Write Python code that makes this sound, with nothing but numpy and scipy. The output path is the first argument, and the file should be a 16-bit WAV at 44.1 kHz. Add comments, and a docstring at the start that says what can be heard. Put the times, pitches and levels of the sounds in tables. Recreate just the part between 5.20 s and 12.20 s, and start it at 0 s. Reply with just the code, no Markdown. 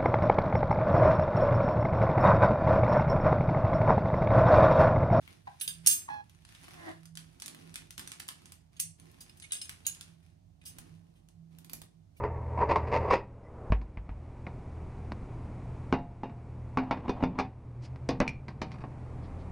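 """Steel scissors clink on a garage floor, are picked up, and snap at the plastic ties of a coiled hose.
Each hit sets the blades ringing. The ties tick as they slip, and the ribbed hose rustles and bumps
under the fingers. A rubber sole sticks and slides, squeaking and scuffing as someone shifts their
crouch. Behind it all, a low hum wavers in the small hard room."""
import sys
import numpy as np
from scipy import signal
from scipy.fft import rfft, irfft
from scipy.io import wavfile
from scipy.ndimage import uniform_filter1d

SR = 44100
rng = np.random.default_rng(int(sys.argv[2]) if len(sys.argv) > 2 else 0)


def persist_wave(psi):
    """Save psi, clipped to +-1, as 16-bit WAV."""
    counts = np.round(np.clip(psi, -1, 1) * 32767).astype(np.int16)
    wavfile.write(sys.argv[1], SR, np.atleast_2d(counts).T)


N = 308700
TIME = np.arange(N) / SR


def scissors(ring_db=-2, rattle_db=-18, rattle_s=.04, favoured_ring_s=.05):
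    """Each hit chatters briefly and makes the blades ring; a gripping hand shortens the ring."""
    # steel hitting steel or floor: (time [s], level [dB], bass [dB], treble [dB], left minus right [dB],
    # chatter [s], ring length [factor], tone this hit favours [Hz], that tone's level [dB])
    clinks = [(0.398, -47.5, -8, -13, -3, 0.01, 1, 9360, -6),
              (0.4095, -31, -0.5, 4.5, -4.5, 0.012, 0.99, 10170, 3),
              (0.477, -30.5, -1.5, 3, -3, 0.0039, 0.72, 9540, -4.5),
              (.662, -23, -5, -0.5, -5, 0.0035, 0.61, 5470, -7),
              (0.6709, -12.5, -16.5, 2, -5, 0.0054, 0.91, 8360, -4.5),
              (.688, -33, -2, 12, -2, 0.016, 0.81, 2850, -8), (.708, -27.5, -15, 3, 0, 0.018, 1, 3600, -9),
              (3.565, -56, 2.5, -3.5, -5.5, 0.011, 0.51, 6530, -3.5),
              (3.595, -45, -1, 0.5, -4, 0.0037, .26, 9400, -4),
              (3.599, -27.5, -12, .5, -2, 0.0037, .6, 8300, -22),
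              (4.005, -48.5, -8.5, 2.5, -2.5, 0.02, .25, 4890, -4),
              (4.094, -55, 6, 2.5, -4, .006, 0.41, 5080, 2), (4.17, -59.5, -5, 6, -2, .011, .4, 8190, -1),
              (4.221, -49, 1.5, -13, 1, 0.012, 0.5, 9970, -3.5),
              (4.238, -46, 3, -13, -10, 0.019, .25, 2190, 0),
              (4.308, -47, 14, -11, -4, 0.0062, 0.27, 3890, 3),
              (4.3203, -29.5, -7, -7, 1.5, 0.0044, 0.85, 8190, -2.5),
              (4.333, -40, -3, -6, -2.5, 0.0045, 0.13, 3700, 2),
              (4.352, -46, 7, -4, -3, 0.0062, .2, 3400, -9),
              (4.366, -47.5, 5, 1, -2, 0.0088, 0.16, 5100, 6),
              (4.4139, -38, -4.5, -9.5, -2, 0.0087, 0.76, 5180, -3),
              (4.454, -51.5, 10, 3, -2.5, 0.0049, 0.27, 6400, 4),
              (4.65, -50.5, 8, 0.5, 0, .025, 0.22, 3900, -2),
              (4.6657, -26, -8, 7, -3.5, 0.0033, 0.41, 6730, 0.5),
              (4.68, -43.5, 2, 7.5, 0, 0.0088, 0.5, 5300, -9),
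              (5.414, -62.5, 12, -12, -3.5, 0.0075, .27, 2500, -14),
              (5.452, -48.5, -7, 4, -2, 0.038, 0.56, 4820, -12),
              (5.584, -51, -7.5, 1, -2.5, 0.0071, 0.23, 9530, -10.5),
              (5.951, -76.5, 4.5, 2, -1.5, 0.042, .3, 9220, -15.5),
              (6.965, -63.5, -2.5, 8, -3, 0.029, .2, 2320, 3.5)]
    # the blades' own tones: (pitch [Hz], level [dB], time to fade by 60 dB when free [s])
    blade_tones = [(1593, -9, .25), (1710, -11, .18), (2480, -8, .18), (2880, -5, .22), (3601, -7, .15),
                   (3740, -8, .15), (4517, -10, .14), (4985, -9, .14), (5475, -5, .16), (6393, -4, .16),
                   (6490, -4, .16), (7623, -2, .17), (7694, -2, .18), (8090, -3, .2), (8365, 1, .2),
                   (8790, -3, .18), (9360, -3, .18), (9455, -1, .2), (9615, -5, .18), (9895, -4, .2),
                   (10060, -3, .17), (10661, -3, .18), (11086, -4, .2), (12440, -8, .13), (13000, -5, .14),
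                   (13605, -4, .17), (14170, -9, .14), (14867, -8, .18)]
    # tone colour of the clash of steel: (frequency [Hz], level [dB])
    clash_colour = [(300, -39), (1000, -32.5), (1700, -10), (3000, 2.5), (4500, -2.5), (5500, -8),
                    (6500, -2), (7200, -15.5), (8300, 1.5), (10300, -4), (11900, -11.5), (13800, -14),
                    (16000, -28.5)]
    out, t = np.zeros((2, N)), np.arange(12000) / SR
    hz, tone_db, ring_s = np.transpose(blade_tones)[:, :, None]
    waves = amp(tone_db) * np.sin(2 * np.pi * hz * t)
    ripple_hz = np.arange(1000, 16000, 130)
    for start, db, bass_db, treble_db, pan_db, chatter_s, length, favoured_hz, favoured_db in clinks:
        contact = np.exp(-(t / chatter_s) ** 2) + amp(rattle_db) * np.exp(-t / (rattle_s * length))
        contact *= 1 - np.exp(-8 * t / chatter_s)
        # countless short tones, in a different mix for each spot that is hit
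        ripple = np.transpose([ripple_hz, 4 * rng.standard_normal(len(ripple_hz))])
        clash = colour(colour(stereo_noise(len(t), 0.58), clash_colour), ripple) * contact
        # the chatter feeds the long-lasting tones
        blades = (waves * np.exp(-np.log(1000) * t / (ring_s * length))).sum(0)
        chatter = stereo_noise(len(t), 0.72) * contact
        ring = signal.fftconvolve(chatter, blades[None], axes=1)[:, :len(t)]
        fade = np.exp(-np.log(1000) * t / (favoured_ring_s * length + chatter_s))
        favoured = fade * (1 - np.exp(-t / chatter_s)) * np.sin(2 * np.pi * favoured_hz * t)
        clink = unit(clash) + amp(ring_db) * unit(ring) + amp(favoured_db) * unit(favoured)
        clink = bass_and_treble(clink, bass_db, treble_db)
        add(out, start, amp(db) * panned(pan_db) * unit_hit(clink, span_s=.01))
    return out


def ties(snap_s=.0011, body_s=.004, body_db=-10, rise_s=.0004, crackle_db=-30):
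    """Slipping plastic gives a sharp snap and a very short ring; smaller slips crackle around it."""
    # ties and hose ribs slipping: (time [s], level [dB], bass [dB], treble [dB])
    ticks = [(0.0767, -47.5, 23, 17), (1.096, -58, 1.5, 2.5), (1.2502, -52, 3.5, -11.5),
             (1.35, -53.5, 5.5, -7), (1.832, -59, 7.5, 6), (1.8554, -51, -2.5, -2), (1.9538, -48, -2, -5),
             (1.9724, -39, 3.5, 1.5), (2.1995, -47, -2, 2), (2.221, -37.5, 4, -0.5), (2.26, -38.5, -3, 3),
             (2.28, -40, 2.5, 3), (2.3471, -49, 10.5, 10), (2.5417, -44.5, 0, 1), (2.557, -35.5, 5.5, 4),
             (2.7066, -43.5, 1.5, 3), (2.7791, -38, 5.5, 3), (2.7943, -38.5, 5, 5), (2.8747, -40, 0, -2),
             (2.9179, -39, 2, -5), (2.998, -44, 0.5, 10), (3.001, -39, 5.5, -6), (3.081, -44, -9, 7),
             (3.0874, -34.5, 3.5, 4.5), (3.257, -50, 1, -0.5), (3.3206, -46, 1, 6.5),
             (3.7984, -54, -0.5, -1), (3.915, -61.5, -8, 13), (4.1993, -49, -5.5, -8),
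             (4.4938, -37.5, 4, 0), (4.748, -48.5, 0, -1), (4.8099, -41.5, -1, -1.5),
             (6.0868, -60, -0.5, 3.5), (6.386, -52.5, 2, 13), (6.446, -52, 4, 12), (6.4965, -46, 3.5, 14),
             (6.533, -35, -3.5, 13), (6.6166, -51, 2, 7.5)]
    # tone colour of the plastic: (frequency [Hz], level [dB])
    plastic = [(150, -4.5), (400, -33), (800, -5.5), (1500, 1), (3200, 3), (6000, 2.5), (7300, 3),
               (9500, 5.5), (12000, -2.5), (14000, -8), (16000, -16)]
    out, t = np.zeros((2, N)), np.arange(2048) / SR
    place = panned(-2)  # the ties all sit at one spot on the coil
    envelope = (np.exp(-t / snap_s) + amp(body_db) * np.exp(-t / body_s)) * (1 - np.exp(-t / rise_s))
    for start, db, bass_db, treble_db in ticks:
        noise = colour(stereo_noise(len(t), 0.47), plastic)
        snap = bass_and_treble(noise, bass_db, treble_db) * envelope
        add(out, start, amp(db) * place * unit_hit(snap, span_s=.004))
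        for offset_s in rng.uniform(-.02, .06, size=3):
            slip = colour(stereo_noise(len(t), 1.0), plastic) * np.exp(-t / snap_s)
            add(out, start + offset_s, amp(db + crackle_db) * place * unit_hit(slip, span_s=.004))
    return out


def hose(slips_per_s=260, slip_s=0.00065, spread_db=4, grain_db=-3, rub_db=-3, rock_db=-2):
    """Skin rubs over the ribs in tiny slips, and the hollow coil bumps dully as it rocks."""
    # tone colour of skin on the ribs: (frequency [Hz], level [dB])
    rustle_colour = [(150, -30.5), (250, 0), (400, -4), (557, -14.5), (651, -6.5), (2400, -2), (5070, -8),
                     (6250, -9), (7190, -12.5), (10000, -8.5), (11900, -17.5), (13900, -16), (16000, -29.5)]
    # tone colour of the rocking coil: (frequency [Hz], level [dB])
    coil_colour = [(100, -13), (200, -2.5), (300, -7), (420, -8.5), (550, -16.5), (680, -15.5),
                   (1000, -21.5), (3000, -48)]
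    slips = (rng.random(N) < slips_per_s / SR) * amp(spread_db * np.minimum(rng.exponential(1, N), 4))
    grains = unit(signal.lfilter([1], [1, -np.exp(-1 / (slip_s * SR))], slips))
    grainy = unit(colour(stereo_noise(N, 0.19) * grains, rustle_colour)) * amp(grain_db)
    smooth = unit(colour(stereo_noise(N, 0.29), rustle_colour)) * amp(rub_db)
    bumps = unit(colour(stereo_noise(N, 0.94), coil_colour)) * amp(rock_db)
    rustle_gain, bump_gain = rustle_swells()
    return (grainy + smooth) * rustle_gain * panned(-0.64) + bumps * bump_gain * panned(-6)


def rustle_swells(rise_s=0.016, fade_s=0.072, resting_rustle_db=-94.5, resting_bump_db=-71.5):
    """Gains of the rustle and the bumps over time: each swell builds up, holds and dies away."""
    # swells of noise: (start [s], length [s], rustle [dB], bumps [dB]). The one at 0.633 s is a noisy
    # wash under the fading ring of the loudest scissor clink; the others are the hose being handled.
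    swells = [(0.0, 0.055, -64.5, -67.5), (0.072, 0.038, -64, -59.5), (0.246, 0.42, -67.5, -74),
              (0.633, 0.14, -58.5, -61.5), (0.873, 0.081, -74, -61), (1.03, 0.44, -73, -89),
              (1.267, 0.13, -62.5, -77), (1.41, 0.29, -60, -64), (1.957, 0.32, -69.5, -64),
              (2.243, 0.15, -64.5, -56), (2.38, 0.24, -66, -59.5), (2.77, 0.06, -58.5, -54.5),
              (2.926, 0.36, -66.5, -63.5), (3.51, 0.074, -73.5, -73), (3.774, 0.24, -68.5, -61.5),
              (4.003, 0.5, -69.5, -67.5), (4.481, .4, -67, -65), (5.016, 0.048, -74.5, -79),
              (5.422, 0.16, -71.5, -65), (5.548, 0.12, -68.5, -58.5), (5.702, 0.27, -83, -68),
              (6.3, 0.2, -76, -63), (6.497, 0.061, -80.5, -57), (6.941, 0.03, -78, -69)]
    power = amp([[resting_rustle_db], [resting_bump_db]]) ** 2 * np.ones(N)
    for start, length, rustle_db, bump_db in swells:
        rise = np.clip((TIME - start) / rise_s, 0, 1)
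        fade = np.exp(-np.maximum(TIME - start - length, 0) / fade_s)
        power += (amp([[rustle_db], [bump_db]]) * rise * fade) ** 2
    return np.sqrt(power)


def hose_knocks(decay_s=0.0045):
    """A hand or blade bumps the hose wall, which thuds and stops almost at once."""
    # bumps on the hose: (time [s], level [dB])
    knocks = [(.076, -62.5), (4.496, -56), (5.585, -47.5), (6.534, -48), (6.617, -50)]
    # tone colour of the hollow hose: (frequency [Hz], level [dB])
    hollow = [(120, 16), (300, -10.5), (650, -5), (1100, -1.5), (1700, -4), (4000, -7)]
    out, t = np.zeros((2, N)), np.arange(4096) / SR
    for start, db in knocks:
        thud = colour(stereo_noise(len(t), 0.15), hollow) * np.exp(-t / decay_s)
        add(out, start, amp(db) * panned(0) * unit_hit(thud, span_s=0.013))
    return out


def shoe_chirps(rise_s=.0024, gain_db=2):
    """A rubber sole sticks to the floor, then lets go with a short, gritty chirp."""
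    # the sole letting go: (time [s], level [dB], pitch [Hz])
    chirps = [(.2708, -43.5, 923), (.2755, -38, 809), (0.881, -49.5, 1085), (0.887, -35.5, 920),
              (1.482, -54, 1150)]
    # tone colour of the grit: (frequency [Hz], level [dB])
    grit_colour = [(300, -12.5), (1200, 2.5), (4500, -15.5), (9000, -35)]
    out, t = np.zeros((2, N)), np.arange(1500) / SR
    swell = (t / rise_s * np.exp(1 - t / rise_s)) ** 2
    for start, db, hz in chirps:
        wave = np.sin(2 * np.pi * hz * t) + amp(-14) * np.sin(4 * np.pi * hz * t)
        grit = unit(colour(stereo_noise(len(t), 0.65), grit_colour))
        add(out, start, amp(db + gain_db) * swell * (np.sqrt(2) * wave + amp(-13) * grit))
    return out


def shoe_squeak(pitch_wobble=.008, level_wobble=.2, gain_db=-1):
    """Sliding rubber sticks and slips so fast that it holds a wavering note."""
    # course of the squeak: (time [s], pitch [Hz], level [dB])
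    slide = [(.896, 826, -42), (0.903, 841, -33), (.92, 842, -36), (0.939, 847, -33.5),
             (0.962, 837.5, -38.5), (1.01, 827, -41.5), (1.024, 835, -49.5), (1.04, 880, -56)]
    # tones at 1, 2, 3... times the pitch: (level [dB])
    harmonics = [0, -10, -20, -26, -27, -36, -36]
    out, (times, hz, db) = np.zeros((2, N)), np.transpose(slide)
    t = np.arange(times[0], times[-1], 1 / SR)
    waver, flutter = unit(uniform_filter1d(rng.standard_normal((2, len(t))), size=90))
    pitch = np.interp(t, times, hz) * (1 + pitch_wobble * waver)
    phase = 2 * np.pi * np.cumsum(pitch) / SR
    wave = sum(amp(tone_db) * np.sin(k * phase) for k, tone_db in enumerate(harmonics, 1))
    squeak = unit(wave) * (1 + level_wobble * flutter)
    add(out, times[0], squeak * amp(np.interp(t, times, db) + gain_db) * panned(-6))
    return out


def shoe_scuff(judder_hz=358.7, sag_hz=48.1, judder_db=2, unevenness=.02):
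    """The sole drags over the floor in quick jerks, which slow down as it presses harder."""
    # course of the drag: (time [s], level [dB])
    drag_levels = [(1.46, -76), (1.485, -53.5), (1.5, -69), (1.57, -55.5), (1.661, -47), (1.686, -40.5),
                   (1.724, -50.5), (1.77, -79)]
    # tone colour of the sole: (frequency [Hz], level [dB])
    sole = [(150, -16), (240, -7.5), (320, 0), (400, -9), (520, -10), (730, -1), (900, -10), (1060, -8.5),
            (1400, -15), (1750, -6), (2000, -6), (2400, -24), (3500, -19.5), (6000, -36), (12000, -45.5)]
    out, (times, db) = np.zeros((2, N)), np.transpose(drag_levels)
    t = np.arange(times[0], times[-1], 1 / SR)
    drag_db = np.interp(t, times, db)
    pressure = amp(drag_db - db.max())
    waver = unit(uniform_filter1d(rng.standard_normal(len(t)), size=120))
    pitch = (judder_hz - sag_hz * pressure) * (1 + unevenness * waver)
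    phase = 2 * np.pi * np.cumsum(pitch) / SR
    judder = unit(colour(sum(np.cos(k * phase) for k in range(1, 8)), sole))
    scrape = unit(colour(stereo_noise(len(t), 0.21), sole))
    add(out, times[0], unit(scrape + amp(judder_db) * judder) * amp(drag_db) * panned(-2.1))
    return out


def hum(drone_hz=163.8, wander_hz=1.62, hiss_db=-75.5):
    """A steady low rumble and one tone that swells and fades, over faint hiss."""
    # narrow bands of rumble: (pitch [Hz], width [Hz], level [dB])
    bands = [(39.7, 5.3, -84.5), (53, 3.6, -69), (81.6, 7, -63.5), (99.6, 14, -62), (125.2, 17, -67.5),
             (159.5, 24, -63.5)]
    # swells of the hum's strongest tone: (time [s], level [dB])
    swells = [(0, -73), (.35, -69.5), (.65, -48.5), (.79, -69), (1.45, -65), (2.01, -46), (2.28, -71),
              (2.51, -48.5), (2.68, -62), (3.5, -77.5), (3.66, -48.5), (3.85, -74), (4.97, -55.5),
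              (5.35, -72), (5.76, -48), (6.05, -75), (6.2, -48), (7.0, -67.5)]
    # tone colour of the hiss before its bass is turned down: (frequency [Hz], level [dB])
    hiss_colour = [(15, -42), (25, -8), (80, -1.5), (166, -1.5), (503, -35), (641, -19.5), (1130, -36.5),
                   (6380, -38), (7310, -41), (8830, -40.5), (12200, -49.5), (14000, -46), (16000, -61.5)]
    hz = np.fft.rfftfreq(N, 1 / SR)
    power = sum(amp(db) ** 2 * 2 * SR / (np.pi * width) / (1 + (2 * (hz - centre) / width) ** 2) ** 2
                for centre, width, db in bands)
    rumble = irfft(rfft(stereo_noise(N, .93)) * np.sqrt(power), N)
    pitch = drone_hz + wander_hz * unit(uniform_filter1d(rng.standard_normal(N), size=9000))
    swell = amp(np.interp(TIME, *np.transpose(swells)))
    drone = np.sqrt(2) * np.sin(2 * np.pi * np.cumsum(pitch) / SR) * swell
    hiss = colour(stereo_noise(N, 0.11), hiss_colour)
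    hiss = unit(colour(hiss, [(150, -25), (300, -5)])) * amp(hiss_db)
    return rumble * panned(-8.5) + drone * panned(-9) + hiss * panned(-2)


def garage(x, echo_db):
    """Adds scattered echoes from the hard walls; the highest tones die first."""
    # how long the room rings: (frequency [Hz], time to fade by 60 dB [s])
    fade_times = [(150, 0.3), (800, 0.28), (2000, 0.29), (5500, 0.28), (10000, 0.25), (15000, 0.1)]
    size = 30000
    echoes = stereo_noise(size, 0.37) * (rng.random(size) < .15)
    hz, t, spectrum = signal.stft(echoes, SR, nperseg=256)
    fade = amp(-60 * t / look_up(fade_times, hz)[:, None])
    tail = signal.istft(spectrum * fade, SR, nperseg=256)[1]
    tail *= np.clip(np.arange(tail.shape[1]) / SR / 0.0029 - .4, 0, 1)  # echoes arrive a moment late
    tail /= np.linalg.norm(tail, axis=1, keepdims=True)
    return x + amp(echo_db) * signal.fftconvolve(x, tail, axes=1)[:, :N]


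def amp(db):
    """Turns decibels into a gain to multiply by."""
    return 10 ** (np.asarray(db) / 20)


def unit(x):
    """Scales a sound to an average strength (rms) of 1."""
    return x / np.sqrt(np.mean(x ** 2) + 1e-20)


def unit_hit(x, span_s):
    """Scales a hit so that its first span_s seconds have an average strength of 1."""
    return x / np.sqrt(np.mean(x[..., :round(span_s * SR)] ** 2) + 1e-20)


def look_up(points, hz):
    """Reads between a table's rows, giving every octave equal room."""
    row_hz, value = np.transpose(points)
    return np.interp(np.log(hz + 1), np.log(row_hz + 1), value)


def colour(x, points):
    """Shapes a sound's tone by a table of (frequency [Hz], level [dB])."""
    size = x.shape[-1]
    return irfft(rfft(x) * amp(look_up(points, np.fft.rfftfreq(size, 1 / SR))), size)


def bass_and_treble(x, bass_db, treble_db):
    """Makes one hit duller or brighter."""
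    return colour(x, [(3300, bass_db), (5500, 0), (10000, 0), (12500, treble_db)])


def add(mix, start_s, sound):
    """Mixes a stereo sound in at the given time."""
    part = mix[:, round(start_s * SR):][:, :sound.shape[1]]
    part += sound[:, :part.shape[1]]


def panned(pan_db):
    """Left and right gains, with the left pan_db louder than the right."""
    return amp(np.array([[pan_db], [-pan_db]]) / 2) / np.sqrt(np.cosh(pan_db * np.log(10) / 10))


def stereo_noise(size, likeness):
    """Left and right noise, from unrelated (likeness 0) to identical (1)."""
    shared, separate = rng.standard_normal((2, size))
    return np.array([likeness * shared + np.sqrt(1 - likeness ** 2) * separate, shared])


def scene():
    """Scissors, hose and shoe, each with its share of room echo, over the hum."""
    steel = garage(scissors(), echo_db=-6.5)
    plastic = garage(ties() + hose_knocks() + hose(), echo_db=-4)
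    chirps = garage(shoe_chirps(), echo_db=-6)
    squeak = garage(shoe_squeak(), echo_db=-20)
    scuff = garage(shoe_scuff(), echo_db=-7)
    return steel + plastic + chirps + squeak + scuff + hum()


def record(dry, low_cut_hz=27, high_cut_hz=16000, ceiling=.9):
    """The microphone shifts left against right, trims deep bass, softens peaks and cuts the very top."""
    # wave shift between the two microphone openings: (frequency [Hz], lead of the left [radians])
    phase_leads = [(0, 0), (220, -.3), (500, -3.2), (1100, -4.9), (1800, -3.2), (3100, -2.9), (4300, -.5),
                   (6300, .4), (7400, 3), (8200, 3.5), (9000, .9), (10000, 0), (12400, -3.4), (13400, -6.2),
                   (14500, -6.4), (15200, -9.3)]
    shift = np.exp(1j * np.interp(np.fft.rfftfreq(N, 1 / SR), *np.transpose(phase_leads)))
    heard = np.array([irfft(rfft(dry[0]) * shift, N), dry[1]])
    heard = signal.sosfilt(signal.butter(2, low_cut_hz, "highpass", fs=SR, output="sos"), heard)
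    heard = ceiling * np.tanh(heard / ceiling)
    high_cut = signal.firwin(401, high_cut_hz, window=("kaiser", 9), fs=SR)
    return signal.oaconvolve(heard, high_cut[None], "same")


dry = scene()
out = record(dry)
persist_wave(out)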